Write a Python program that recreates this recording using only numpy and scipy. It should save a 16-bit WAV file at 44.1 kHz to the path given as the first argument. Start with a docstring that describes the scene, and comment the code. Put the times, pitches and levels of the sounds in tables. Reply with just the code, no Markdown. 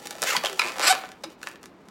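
"""A long latex balloon is twisted by hand in a small room, close to the microphone.
Its rubber sticks and slips: each slip is a tick whose bass arrives late through the skin.
Trains of slips make a rising squeak, a slow creak and a hard twist that hands over to a squawk.
Ringing modes make the snaps, gliding tones the skidding fingers, random grains the dry rubbing.
Soft thuds, a brief room answer and a steady hush, all shaped noise, lie around it."""
import sys
import numpy as np
from scipy import signal
from scipy.fft import rfft, irfft, next_fast_len
from scipy.io import wavfile
from scipy.ndimage import uniform_filter1d

SR = 44100
rng = np.random.default_rng(int(sys.argv[2]) if len(sys.argv) > 2 else 0)


def pcm_store(signal):
    """Save signal as 16-bit PCM."""
    levels = np.round(np.clip(np.atleast_2d(signal), -1, 1) * 32767)
    wavfile.write(sys.argv[1], SR, levels.astype(np.int16).T)


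N = 83790
T = np.arange(N) / SR


def amp(db):
    """Decibels to gain."""
    return 10 ** (np.asarray(db) / 20)


def unit(x):
    """Scale to rms 1."""
    return x / np.sqrt(np.mean(x ** 2) + 1e-20)


def along(points, hz):
    """Read (f/Hz, value) points on a log frequency axis."""
    f, v = np.transpose(points)
    return np.interp(np.log(hz + 1), np.log(f + 1), v)


def filtered(x, response):
    """Multiply the spectrum of x by a response of frequency."""
    m = next_fast_len(len(x) + SR // 2)
    return irfft(rfft(x, m) * response(np.fft.rfftfreq(m, 1 / SR)), m)[:len(x)]


def coloured_noise(colour):
    """White noise shaped by a colour table, at rms 1."""
    return unit(filtered(rng.standard_normal(N), lambda hz: amp(along(colour, hz))))


def add(out, s, x):
    """Mix x into out from time s."""
    i = max(0, round(s * SR))
    out[i:i + len(x)] += x[:max(0, len(out) - i)]


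def burst(t60, size=4096):
    """Dying noise of energy 1."""
    x = rng.standard_normal(size) * amp(-60 * np.arange(size) / SR / t60)
    return x / np.linalg.norm(x)


BASS_HZ, TREBLE_HZ = 950, 4480  # corners of the bass and treble shelves
LAG_S, LAG_POWER = 0.001341, 1.372  # delay of 1 kHz through the skin; how fast it grows downwards
SCATTER_DB, SCATTER_T60 = -3.5, 0.012  # waves running round the balloon: level, decay in s
EVEN_HZ = 600  # width over which the spectrum is evened out before colouring


def skin(colour, bass_db=0, treble_db=0, release=(1,), scatter_db=SCATTER_DB, size=4096):
    """The balloon's answer to one release: a falling chirp and its scatter, in the given colour."""
    hz = np.fft.rfftfreq(size, 1 / SR)
    scattered = rfft(release, size) * (1 + amp(scatter_db) * rfft(burst(SCATTER_T60)))
    power = uniform_filter1d(np.abs(scattered) ** 2, size=round(EVEN_HZ * size / SR))
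    broad = np.sqrt(np.abs(power))
    bass_shelf = bass_db / (1 + (hz / BASS_HZ) ** 4)
    treble_shelf = treble_db * (1 - 1 / (1 + (hz / TREBLE_HZ) ** 4))
    wanted = unit(amp(along(colour, hz))) * amp(bass_shelf + treble_shelf)
    # folding the cepstrum gives a minimum-phase filter: its energy comes early
    cepstrum = irfft(np.log(wanted / broad))
    cepstrum[1:size // 2] *= 2
    cepstrum[size // 2 + 1:] = 0
    lag = LAG_S * (1000 / np.maximum(hz, 300)) ** LAG_POWER  # no longer below 300 Hz
    phase = 2 * np.pi * np.cumsum(lag) * SR / size
    return irfft(scattered * np.exp(rfft(cepstrum) - 1j * phase))


# colour of the room's steady noise: f/Hz, level/dB
HUSH_COLOUR = [(25, -31), (45, -8.5), (111, -15.5), (190, -2), (240, -3.5), (360, -1), (470, -7),
               (700, -12), (1000, -11.5), (2000, -21.5), (5000, -34), (9000, -51), (16000, -79)]
HUSH_DB = -51.5


def hush():
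    """The room's steady noise, strongest in the low mids."""
    return amp(HUSH_DB) * coloured_noise(HUSH_COLOUR)


# swells of dry skin rubbing on latex: t/s, level/dB
RUB_LEVEL = [(0, -47.5), (.052, -46.5), (.060, -34.5), (.070, -47), (.080, -56), (.098, -46), (.114, -38.5),
             (.135, -49.5), (.21, -44), (.25, -34), (.41, -44), (.475, -36), (.53, -43), (.57, -43),
             (.72, -47), (.95, -39), (1.06, -52), (1.15, -64.5), (1.27, -61.5), (1.325, -53), (1.36, -75),
             (1.39, -68.5), (1.45, -50), (1.52, -54), (1.59, -71.5), (1.645, -59), (1.71, -72.5),
             (1.9, -67.5)]
# colour of the rubbing: f/Hz, level/dB
RUB_COLOUR = [(150, -16), (500, 8.5), (1200, 0.5), (3500, -3), (7000, -4.5), (11000, -13.5), (16000, -13)]
GRAINS_PER_S, GRAIN_SPREAD_DB = 1500, 5


def rubbing():
    """Tiny random slips under the sliding hands, heard through the skin."""
    falls = rng.random(N) < GRAINS_PER_S / SR
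    sizes = amp(GRAIN_SPREAD_DB * rng.standard_normal(N))
    grains = falls * rng.choice([-1, 1], N) * sizes
    rub = signal.fftconvolve(grains, skin(RUB_COLOUR))[:N]
    return unit(rub) * amp(np.interp(T, *np.transpose(RUB_LEVEL)))


# decay of the room's tail: f/Hz, T60/s
ROOM_T60 = [(200, .5), (800, 0.47), (3000, 0.44), (8000, 0.1), (15000, 0.45)]
# colour of the whole room answer: f/Hz, level/dB
ROOM_COLOUR = [(150, -9.5), (400, -2.5), (1500, 1), (5000, -0.5), (15000, -4)]
ROOM_DB, WALLS_DB = -10.5, -8.5  # tail and near walls, before the room's colour
WALL_S, WALLS_T60 = .004, 0.089  # delay of both; decay of the near walls in s


def room(x):
    """Near walls give a short dense answer over a longer tail that dies fastest around 8 kHz."""
    hz, t, z = signal.stft(rng.standard_normal(SR // 2), SR, nperseg=256)
    decay = amp(-60 * t / along(ROOM_T60, hz)[:, None])
    tail = signal.istft(z * decay, SR, nperseg=256)[1]
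    answer = np.zeros(SR)
    add(answer, WALL_S, amp(ROOM_DB) * tail / np.linalg.norm(tail))
    add(answer, WALL_S, amp(WALLS_DB) * burst(WALLS_T60))
    return filtered(signal.fftconvolve(x, answer)[:N], lambda hz: amp(along(ROOM_COLOUR, hz)))


# single slips: t/s, level/dB before the common gain, bass shelf/dB, treble shelf/dB
SLIPS = [(0.0713, -22.5, -43, 9), (0.1085, -23, -28, 9.5), (0.153, -31.5, -5, 4), (0.1839, -29.5, 2, 1),
         (.2200, -23, 4, 21), (.2280, -11, -7.5, 3), (0.2368, -24.5, 17, 19.5), (0.242, -21, -10, 5),
         (0.3196, -26.5, 14, -16), (0.334, -21, 10, 8.5), (.3637, -33, -1, 13), (.3665, -14.5, -8, 8.5),
         (0.3748, -29, 5, 4), (0.4375, -20, 7, 5), (0.4395, -16.5, -8, -13), (0.4491, -17, 0, 4.5),
         (0.459, -9.5, -21, -3), (.4600, -23.5, -8, 7.5), (0.4689, -20, -6, -4), (0.4975, -22, -1, 1),
         (0.5298, -29.5, 4, 11.5), (0.5947, -11, -4, 4.5), (.6110, -22, -5.5, 4), (0.6186, -8, -13, -11),
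         (.7200, -25.5, 5, 3), (0.758, -24, 3, -10), (.7652, -30.5, 15, 5.5), (0.773, -28.5, 13, -10),
         (.7843, -20.5, 6, 3), (.7960, -17, 11.5, 5.5), (0.8034, -16.5, -1, -1), (0.8103, -14, -1, -5.5),
         (0.8166, -14.5, -3, 0), (.9262, -7, -3.5, -8), (.934, -20, 8, -20.5), (.942, -25.5, 6, -1),
         (.952, -17.5, 2.5, -1.5), (1.0375, -24, 5.5, -14), (1.0497, -30, -10, -9.5), (1.056, -29, -15, -6),
         (1.09, -31, -3, -0.5), (1.118, -30, -22, 0.5), (1.2368, -28.5, -10, 3.5), (1.2402, -25, -12, 2.5),
         (1.2444, -24, -6, -2), (1.4160, -36, -5, 1), (1.4301, -36.5, -25, 17.5), (1.4651, -33.5, 1, -4),
         (1.4719, -19, -4, -3), (1.4874, -44.5, -10, 22.5), (1.5144, -41, -7, 8), (1.5577, -33, -13, -5),
         (1.631, -40, 3, 14), (1.6397, -33, -8, -3), (1.6578, -35.5, -2.5, 10), (1.8862, -40, -1, 6.5)]
# colour of a slip before its shelves: f/Hz, level/dB
SLIP_COLOUR = [(100, -19.5), (250, -6.5), (600, 6), (1500, 8), (3000, 1.5), (5000, -0.5), (8000, -6.5),
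               (11000, -11.5), (16000, -23)]
TEAR_S = .0022  # length of the tear around a tick


def slips(gain_db=13, tear_db=2, tail_db=-11, tail_t60=0.015):
    """Single releases of the rubber: a tick inside a short tear, with a quiet noisy tail."""
    out = np.zeros(N)
    window = np.sin(np.pi * np.minimum(T[:4096] / TEAR_S, 1))
    for s, db, bass_db, treble_db in SLIPS:
        tear = window * rng.standard_normal(len(window))
        release = amp(tear_db) * tear / np.linalg.norm(tear) + amp(tail_db) * burst(tail_t60)
        release[round(TEAR_S / 2 * SR)] += 1  # the tick, mid-tear
        tick = skin(SLIP_COLOUR, bass_db, treble_db, release)
        add(out, s - TEAR_S / 2, amp(db + gain_db) * tick)
    return out


# chirps and moans under skidding fingers:
# t/s, length/s, start f/Hz, end f/Hz, level/dB, step from each harmonic to the next/dB
SKIDS = [(0.1507, 0.011, 684, 600, -38.5, -14), (0.223, 0.0041, 697, 590, -30, -20),
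         (0.2292, 0.003, 670, 570, -25, -13), (0.238, 0.0071, 720, 573, -29.5, -26),
         (0.304, .014, 1291, 1535, -24, -3.5), (0.321, 0.0073, 1310, 1190, -26.5, -24),
         (0.35, 0.0063, 1010, 870, -21.5, -15), (0.3562, 0.0069, 945, 1160, -24.5, -7.5),
         (0.428, 0.015, 1070, 1180, -37, -23), (0.4403, 0.0074, 648, 647, -23, -21.5),
         (0.4532, .005, 800, 700, -32, -12), (.4483, .0018, 3200, 2900, -20, -14),
         (.4574, .003, 3400, 3000, -19.5, -13), (.4683, .0016, 3250, 2950, -20, -14),
         (0.483, 0.0876, 423.6, 372.6, -41.5, -23), (0.591, 0.01, 1343, 1320, -24, -4),
         (0.617, 0.0017, 2460, 2140, -16.5, -25), (1.244, 0.0022, 2060, 1940, -36.5, -8),
         (1.249, 0.051, 331, 320, -44.5, -22)]
SKID_JITTER = 0.019  # share by which the pitch wavers


def skids(count=5):
    """A finger skids and the rubber gives a short gliding tone of a few harmonics."""
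    out = np.zeros(N)
    for s, length, start_hz, end_hz, db, step_db in SKIDS:
        u = np.linspace(0, 1, max(8, round(length * SR)))
        waver = np.interp(u, np.linspace(0, 1, 10), rng.standard_normal(10))
        pitch = (start_hz + (end_hz - start_hz) * u) * (1 + SKID_JITTER * waver)
        phase = 2 * np.pi * np.cumsum(pitch) / SR
        tone = sum(amp(step_db * k) * np.sin((k + 1) * phase) for k in range(count))
        add(out, s, amp(db) * unit(tone) * signal.windows.tukey(len(u), .5))
    return out


GRIP_S = .022  # time in which the shifting grip changes the scatter


def through_skin(x, colour, scatter_db, start, end):
    """Pass x through the skin while the grip shifts: one scatter fades into the next."""
    out = np.zeros(N)
    for s in np.arange(start, end + 2 * GRIP_S, GRIP_S):
        fade = np.maximum(1 - np.abs(T - s) / GRIP_S, 0)
        out += signal.oaconvolve(x * fade, skin(colour, scatter_db=scatter_db))[:N]
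    return out


def run_of_slips(rows, colour, scatter_db, jitter, uneven_db, rough, rough_t60):
    """Stick-slip at a changing rate; each release brings a puff of friction noise (rough: its share)."""
    s, rate, db = np.transpose(rows)
    turns = np.cumsum(np.interp(T, s, rate, left=0, right=0)) / SR
    chance = rng.standard_normal((200, 2))[:int(turns[-1]) + 1]
    # one release at each whole turn
    times = np.interp(np.arange(len(chance)) + 1e-6, turns, T)
    rates = np.interp(times, s, rate)
    times = times + jitter * chance[:, 0] / rates
    # the root keeps the level the same at any rate
    sizes = amp(np.interp(times, s, db) + uneven_db * chance[:, 1]) * np.sqrt(SR / rates)
    pulses = np.bincount(np.clip(np.round(times * SR).astype(int), 0, N - 1), sizes, N)
    puff = amp(-60 * T[:SR // 20] / rough_t60)
    puffs = signal.fftconvolve(pulses, puff / np.linalg.norm(puff))[:N]
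    hiss = puffs * rng.standard_normal(N)
    friction = np.sqrt(1 - rough) * pulses + np.sqrt(rough) * hiss
    return through_skin(friction, colour, scatter_db, s[0], s[-1])


BRIGHT_HZ = 5490  # pressing harder lifts the treble above this corner
BRIGHT_PER_DB, BRIGHT_FROM_DB = 2, -19  # dB of treble per dB of level; level of no change


def brightened(x, rows):
    """The treble rises and falls with the force of the twist, read from its level."""
    s, _, db = np.transpose(rows)
    low = filtered(x, lambda hz: 1 / (1 + (hz / BRIGHT_HZ) ** 2))
    return low + (x - low) * amp(BRIGHT_PER_DB * (np.interp(T, s, db) - BRIGHT_FROM_DB))


# runs of slips: t/s, slips per second/Hz, level/dB before the run's gain
FIRST_TWIST = [(.250, 279, -44), (.263, 330, -33), (.269, 500, -24), (.284, 540, -23), (.297, 530, -25),
               (.302, 750, -24), (.307, 1340, -25), (.315, 1530, -29), (.319, 1340, -28), (.323, 450, -32),
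               (.328, 450, -26), (.342, 500, -32), (.358, 520, -29), (.372, 470, -30), (.385, 400, -43.5)]
CREAK = [(.622, 130.2, -33.5), (.634, 125.3, -27), (.650, 115.1, -32), (.670, 164.2, -26.5),
         (.690, 243.7, -31), (.700, 289.2, -29), (.712, 201, -41), (.745, 138, -38)]
HARD_TWIST = [(0.8232, 214.1, -22), (0.836, 312.3, -19.5), (0.844, 289, -18.5), (.855, 200, -19.5),
              (.866, 250.1, -18.5), (0.876, 318, -15.5), (0.886, 420.3, -15.5), (0.89, 580, -21.5)]
SQUAWK = [(.888, 662, -22), (.894, 717, -18.5), (.903, 756.6, -16), (.912, 775.4, -18), (.918, 748, -20),
          (.927, 676, -28.5)]
# colour of each run: f/Hz, level/dB
FIRST_COLOUR = [(150, -22), (600, -15), (1400, 0.5), (2100, 4.5), (3000, -3), (4500, -7.5), (7000, -5),
                (9000, -15.5), (16000, -18.5)]
CREAK_COLOUR = [(150, -18), (300, -2), (520, 2), (900, 2.5), (1500, -2), (2500, 0), (3200, -8.5),
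                (5200, -8), (6200, -15), (7500, -11), (10000, -20.5), (16000, -29)]
HARD_COLOUR = [(150, -25.5), (350, -6.5), (520, 1), (720, 1), (950, 3.5), (1350, 6), (2000, 2), (2700, 2.5),
               (3600, -6.5), (4400, 2.5), (5800, -2.5), (6500, -14.5), (7600, 0), (8500, -7.5),
               (9300, -12.5), (11500, -14.5), (16000, -24.5)]
SQUAWK_COLOUR = [(300, -19), (750, 2), (1500, -4), (2300, -7.5), (3000, -10.5), (3700, -7.5), (4500, -6),
                 (5500, -10.5), (6600, -15), (7500, -7), (8500, -6), (9400, -23), (11000, -12),
                 (16000, -43.5)]


def twists(first_db=-1.0, creak_db=-2.0, hard_db=-1, squawk_db=0.0, loose_scatter_db=-2, taut_scatter_db=-7):
    """A rising squeak, a slow creak, then a hard twist that speeds up and hands over to a squawk."""
    first = run_of_slips(FIRST_TWIST, FIRST_COLOUR, taut_scatter_db,
                         jitter=.02, uneven_db=1.6, rough=.05, rough_t60=.005)
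    creak = run_of_slips(CREAK, CREAK_COLOUR, loose_scatter_db,
                         jitter=.08, uneven_db=2, rough=.22, rough_t60=.006)
    hard = run_of_slips(HARD_TWIST, HARD_COLOUR, loose_scatter_db,
                        jitter=.03, uneven_db=.9, rough=.22, rough_t60=.006)
    squawk = run_of_slips(SQUAWK, SQUAWK_COLOUR, taut_scatter_db,
                          jitter=.012, uneven_db=.7, rough=.06, rough_t60=.003)
    hard = brightened(hard, HARD_TWIST)
    return amp(first_db) * first + amp(creak_db) * creak + amp(hard_db) * hard + amp(squawk_db) * squawk


# resonances of the taut rubber at four grips: f/Hz, level/dB relative to the snap
NECK = [(2100, -7), (3280, 2), (3850, -4), (4600, 1), (5150, -11.5), (6600, -14)]
PINCH = [(950, -8.5), (1330, 0), (2540, 1), (4080, -8.5), (5200, -9), (8200, -24.5)]
BUBBLE = [(565, 3), (870, 0), (1110, -2.5), (2130, -15), (4040, -1), (5140, -0.5), (6150, -8)]
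KNOT = [(1560, 2), (2780, -4), (4100, -7), (6900, -20)]
# snaps that ring the rubber: t/s, level/dB, swell/s, resonances
SNAPS = [(.3648, -19, .0018, NECK), (0.594, -13, 0.0027, PINCH), (1.2368, -34, 0.0033, BUBBLE),
         (1.4306, -28, 0.0011, KNOT), (1.4715, -23.5, 0.00071, KNOT)]
SNAP_SAG_PER_S = 11  # share of the pitch lost per second
SNAP_WAVER, SNAP_WAVERS_PER_S = .038, 900  # share of the pitch; new random targets per second


def snaps():
    """The taut rubber jumps free; its resonances swell, waver, sag as it slackens, and die fast."""
    out = np.zeros(N)
    t = T[:SR // 20]
    for s, db, swell_s, modes in SNAPS:
        swell = (t / swell_s * np.exp(1 - t / swell_s)) ** 2  # peaks at 1 after swell_s
        for hz, level in modes:
            waver = np.interp(t * SNAP_WAVERS_PER_S, np.arange(50), rng.standard_normal(50))
            pitch = hz * (1 - SNAP_SAG_PER_S * (t - swell_s) + SNAP_WAVER * waver)
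            ring = np.sin(2 * np.pi * (np.cumsum(pitch) / SR + rng.random()))
            add(out, s, amp(db + level) * ring * swell)
    return out


# soft bumps of a hand on the balloon: t/s, level/dB before rise and decay
BUMPS = [(0.371, -34), (1.24, -46)]
# colour of a bump: f/Hz, level/dB
BUMP_COLOUR = [(30, -27), (70, -10), (140, 0), (220, 17.5), (330, -12.5), (600, -18), (2000, -63)]
BUMP_RISE_S, BUMP_T60 = 0.0113, 0.13  # both in s


def bumps():
    """A hand takes a new grip and the air inside thuds softly: low noise with a quick rise and decay."""
    level = np.zeros(N)
    thud = np.minimum(T / BUMP_RISE_S, 1) * amp(-60 * T / BUMP_T60)
    for s, db in BUMPS:
        add(level, s, amp(db) * thud)
    return level * coloured_noise(BUMP_COLOUR)


def scene():
    """The balloon, its room and the room's steady noise, on one channel."""
    balloon = rubbing() + slips() + skids() + twists() + snaps() + bumps()
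    return (balloon + room(balloon) + hush())[None]


TOP_HZ = 15950  # band limit


def record(dry, low_hz=38):
    """The microphone drops the deep bass; nothing is kept above the band limit."""
    def response(hz):
        """Low cut and sharp band limit."""
        return (hz < TOP_HZ) * (1 - 1 / (1 + (hz / low_hz) ** 4))
    return np.array([filtered(x, response) for x in dry])


dry = scene()
out = record(dry)
pcm_store(out)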